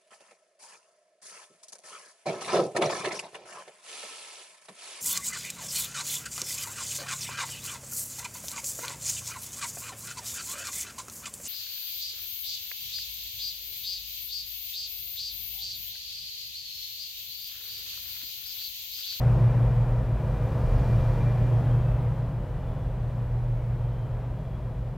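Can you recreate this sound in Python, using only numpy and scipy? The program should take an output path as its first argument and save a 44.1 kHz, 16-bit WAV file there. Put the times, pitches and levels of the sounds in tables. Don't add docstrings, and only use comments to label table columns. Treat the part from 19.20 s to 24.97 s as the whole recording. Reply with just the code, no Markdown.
import sys
import numpy as np
from scipy import signal
from scipy.fft import rfft, irfft
from scipy.io import wavfile

SR = 44100
rng = np.random.default_rng(int(sys.argv[2]) if len(sys.argv) > 2 else 0)


def log_audio(samples):
    frames = np.atleast_2d(samples).T
    limited = np.clip(frames, -1, 1)
    pcm = np.round(limited * 32767).astype(np.int16)
    wavfile.write(sys.argv[1], SR, pcm)


N = 254456
T = np.arange(N) / SR
FREQS = np.fft.rfftfreq(N, 1 / SR)
SIDEWAYS = np.array([[1], [-1]])


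def diesel_drone(drone_db, roar_db, main_hz=119.15, second_hz=113.0, in_step_s=.26):
    turn = 2 * np.pi * (T - in_step_s)
    main = unit(np.cos(main_hz * turn + .13 * wander(3))) * undb(.7 * wander(7))
    second = unit(np.cos(second_hz * turn + .13 * wander(2)))
    echo = undb(-27) * narrow_noise(main_hz, 5) * SIDEWAYS
    return (main + echo) * undb(drone_db) + second * undb(roar_db + 4)


def slow_beat(period_s=2.01, peak_s=.33, depth=.51):
    angle = 2 * np.pi * (T - peak_s) / period_s
    return 20 * np.log10(np.abs(1 + depth * np.exp(1j * angle)))


def funnels(roar_db):
    # f/Hz, level/dB against the roar, depth of fading/0-1
    exhaust_tones = [(109.9, -3.5, 1), (138.6, 0, 0.6), (147.6, 1, 0.9), (172.8, -22, 1)]
    # f/Hz, relative level/dB
    gas_colour = [(70, -17.5), (95, -9), (115, 2.5), (145, -2.5), (185, -4), (230, -21.5), (400, -52.5)]
    tones = sum(undb(db) * engine_tone(hz, fading, fade_rate=1) for hz, db, fading in exhaust_tones)
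    gas = turbulent(gas_colour, flicker_db=-1.7, flicker_rate=8.7)
    return (tones + undb(4) * gas) * undb(roar_db)


def rumble(rumble_db):
    # f/Hz, level/dB against the rumble, depth of fading/0-1
    deep_tones = [(38.66, -4, 0.9), (41.94, -10.5, 0), (50.4, -4.5, 0.8), (54.13, -12, 1),
                  (56.05, -10, 0.6), (78.9, -14.5, 0.9)]
    # f/Hz, relative level/dB
    rumble_colour = [(12, -28), (24, -8.5), (38, -1.5), (55, -0.5), (70, -3.5), (92, -6.5), (130, -23.5)]
    tones = sum(undb(db) * engine_tone(hz, fading, fade_rate=2.55) for hz, db, fading in deep_tones)
    noise = turbulent(rumble_colour, flicker_db=-1.6, flicker_rate=4)
    swirls = turbulent(rumble_colour, flicker_db=.5, flicker_rate=2.8) * SIDEWAYS
    return (tones + undb(-1) * noise + undb(-23) * swirls) * undb(rumble_db)


def engine_tone(hz, fading, fade_rate):
    tone = np.exp(2j * np.pi * (hz * T + rng.random()))
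    echo = fading * (wander(fade_rate) + 1j * wander(fade_rate))
    return unit(np.real(tone * (1 + echo)))


def machinery(roar_db):
    # f/Hz, width/Hz, level/dB against the roar
    fan_tones = [(207.5, 9.2, -9.5), (233.3, 1.1, -18.5), (264.5, 6.5, -10.5), (360.3, 4.5, -16),
                 (414.3, 2.1, -20), (483, 13, -12.5), (528.7, 12, -11), (623, 22, -11.5), (957, 55, -16),
                 (1570, 6.3, -36.5), (1973, 28, -31)]
    # f/Hz, relative level/dB
    roar_colour = [(100, 6.5), (230, -4.5), (320, 0.5), (390, -0.5), (520, 2), (700, -0.5), (950, -5),
                   (1300, -10), (1900, -16), (2200, -21.5), (3400, -32.5), (3900, -40.5), (6000, -52.5)]
    tones = sum(undb(db) * narrow_noise(hz, width) for hz, width, db in fan_tones)
    roar = turbulent(roar_colour, flicker_db=.6, flicker_rate=5)
    scattered = turbulent(roar_colour, flicker_db=.6, flicker_rate=5) * SIDEWAYS
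    return (pan(roar + tones, left_db=2) + undb(-23) * scattered) * undb(roar_db)


def whine(roar_db, pitch_hz=2380, wobble_hz=7, flutter_db=2.5):
    carried_db = -63 + .61 * (roar_db - roar_db.max())
    flare_db = 5 * bump(centre_s=1.98, width_s=.36)
    drop_db = -6.5 * rise(start_s=2.23, length_s=.18)
    phase = 2 * np.pi * np.cumsum(pitch_hz + wobble_hz * wander(24.5)) / SR
    note = unit(np.sin(phase) * undb(flutter_db * wander(26)))
    blur = undb(-5) * narrow_noise(pitch_hz, 30)
    return unit(note + blur) * undb(carried_db + flare_db + drop_db)


def grass(hiss_db):
    # f/Hz, relative level/dB
    grass_colour = [(800, -17.5), (2400, 12), (3300, 10), (4000, 5.5), (5500, 1), (7500, -2.5),
                    (10000, -3.5), (15500, -5)]
    hiss = turbulent(grass_colour, flicker_db=.2, flicker_rate=8)
    rustle_db = -7 + 3 * (hiss_db - hiss_db.max())
    rustle = narrow_noise(4800, 1500) * undb(rustle_db)
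    return (hiss + rustle) * undb(hiss_db)


def birds(blur_hz=70):
    # start t/s, length/s, f/Hz, level/dB
    calls = [(2.2, 0.75, 3210, -67.5), (2.48, 0.39, 2610, -65), (2.72, 0.21, 2130, -68),
             (3.05, 0.57, 2950, -71), (3.348, 0.38, 3430, -70), (3.775, .14, 3500, -75),
             (4.3, 0.31, 2220, -69), (4.56, .42, 3120, -68), (5.1, .45, 3300, -71)]
    out = np.zeros(N)
    for start, length, hz, db in calls:
        swell = np.sin(np.pi * rise(start, length))
        out += undb(db) * swell * narrow_noise(hz, blur_hz)
    return out


def high_hiss(hiss_db):
    # f/Hz, relative level/dB
    high_colour = [(2000, -8.5), (4200, -19.5), (5800, 12), (8000, 10), (11200, 6), (13000, -18),
                   (15500, -16)]
    return turbulent(high_colour, flicker_db=.2, flicker_rate=8) * SIDEWAYS * undb(hiss_db - 12)


def electric_buzz(mains_hz=50):
    # centre f/Hz, width/Hz, level/dB of the strongest tone
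    clusters = [(4050, 100, -87), (5000, 55, -91)]
    out = np.zeros(N)
    for centre, width, db in clusters:
        for multiple in round(centre / mains_hz) + np.arange(-4, 5):
            hz = multiple * mains_hz
            gain = undb(db) * np.exp(-((hz - centre) / width) ** 2 / 2)
            out += gain * unit(np.sin(2 * np.pi * (hz * T + rng.random())))
    return out


def turbulent(colour, flicker_db, flicker_rate):
    hz, db = np.transpose(colour)
    octave = np.log2(np.maximum(FREQS, 1))
    roll_off = np.minimum(FREQS / hz[0], 1) * np.minimum(hz[-1] / 2 ** octave, 1) ** 2
    spectrum = rfft(rng.standard_normal(N)) * undb(np.interp(octave, np.log2(hz), db)) * roll_off
    out = 0
    for centre in range(3, 15):
        band = irfft(spectrum * np.maximum(1 - np.abs(octave - centre), 0), N)
        out = out + band * undb(flicker_db * wander(flicker_rate))
    return unit(out)


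def narrow_noise(hz, width_hz):
    spectrum = rfft(rng.standard_normal(N))
    return unit(irfft(spectrum / (1 + ((FREQS - hz) / width_hz) ** 2), N))


def wander(rate):
    spectrum = rfft(rng.standard_normal(N))
    return unit(irfft(spectrum * np.exp(-(FREQS / rate) ** 2), N))


def bump(centre_s, width_s):
    return np.exp(-((T - centre_s) / width_s) ** 2)


def rise(start_s, length_s):
    return np.clip((T - start_s) / length_s, 0, 1)


def pan(x, left_db):
    return x * undb(SIDEWAYS * left_db / 2)


def undb(db):
    return 10 ** (np.asarray(db) / 20)


def unit(x):
    return x / np.sqrt(np.mean(np.abs(x) ** 2))


def scene():
    # t/s, level/dB of the roar
    wind_carry = [(0.0, -35.5), (0.9, -40), (1.65, -36.5), (2.48, -38), (3.17, -43.5), (4.85, -45),
                  (5.77, -46.5)]
    roar_db = np.interp(T, *np.transpose(wind_carry))
    swing_db = roar_db - roar_db.mean()
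    gust = bump(centre_s=1.66, width_s=.55)
    jump_s, decay_s = 1.42, .78
    jump = rise(jump_s, length_s=.087) * np.exp(-np.maximum(T - jump_s, 0) / decay_s)
    drone_db = roar_db + 12 + slow_beat() - 2 * gust
    rumble_db = -34.5 + .66 * swing_db + 5.5 * jump
    hiss_db = -62.5 + .76 * swing_db + 1.5 * gust
    engines = diesel_drone(drone_db, roar_db) + funnels(roar_db) + rumble(rumble_db)
    ships = engines + machinery(roar_db) + whine(roar_db)
    return ships + birds() + grass(hiss_db) + high_hiss(hiss_db) + electric_buzz()


def record(dry, fade_s=.004, top_hz=15700):
    fade = np.minimum(np.minimum(T, T[-1] - T) / fade_s, 1)
    low_pass = signal.ellip(10, .1, 70, top_hz, fs=SR, output="sos")
    return signal.sosfilt(low_pass, dry * fade)


dry = scene()
out = record(dry)
log_audio(out)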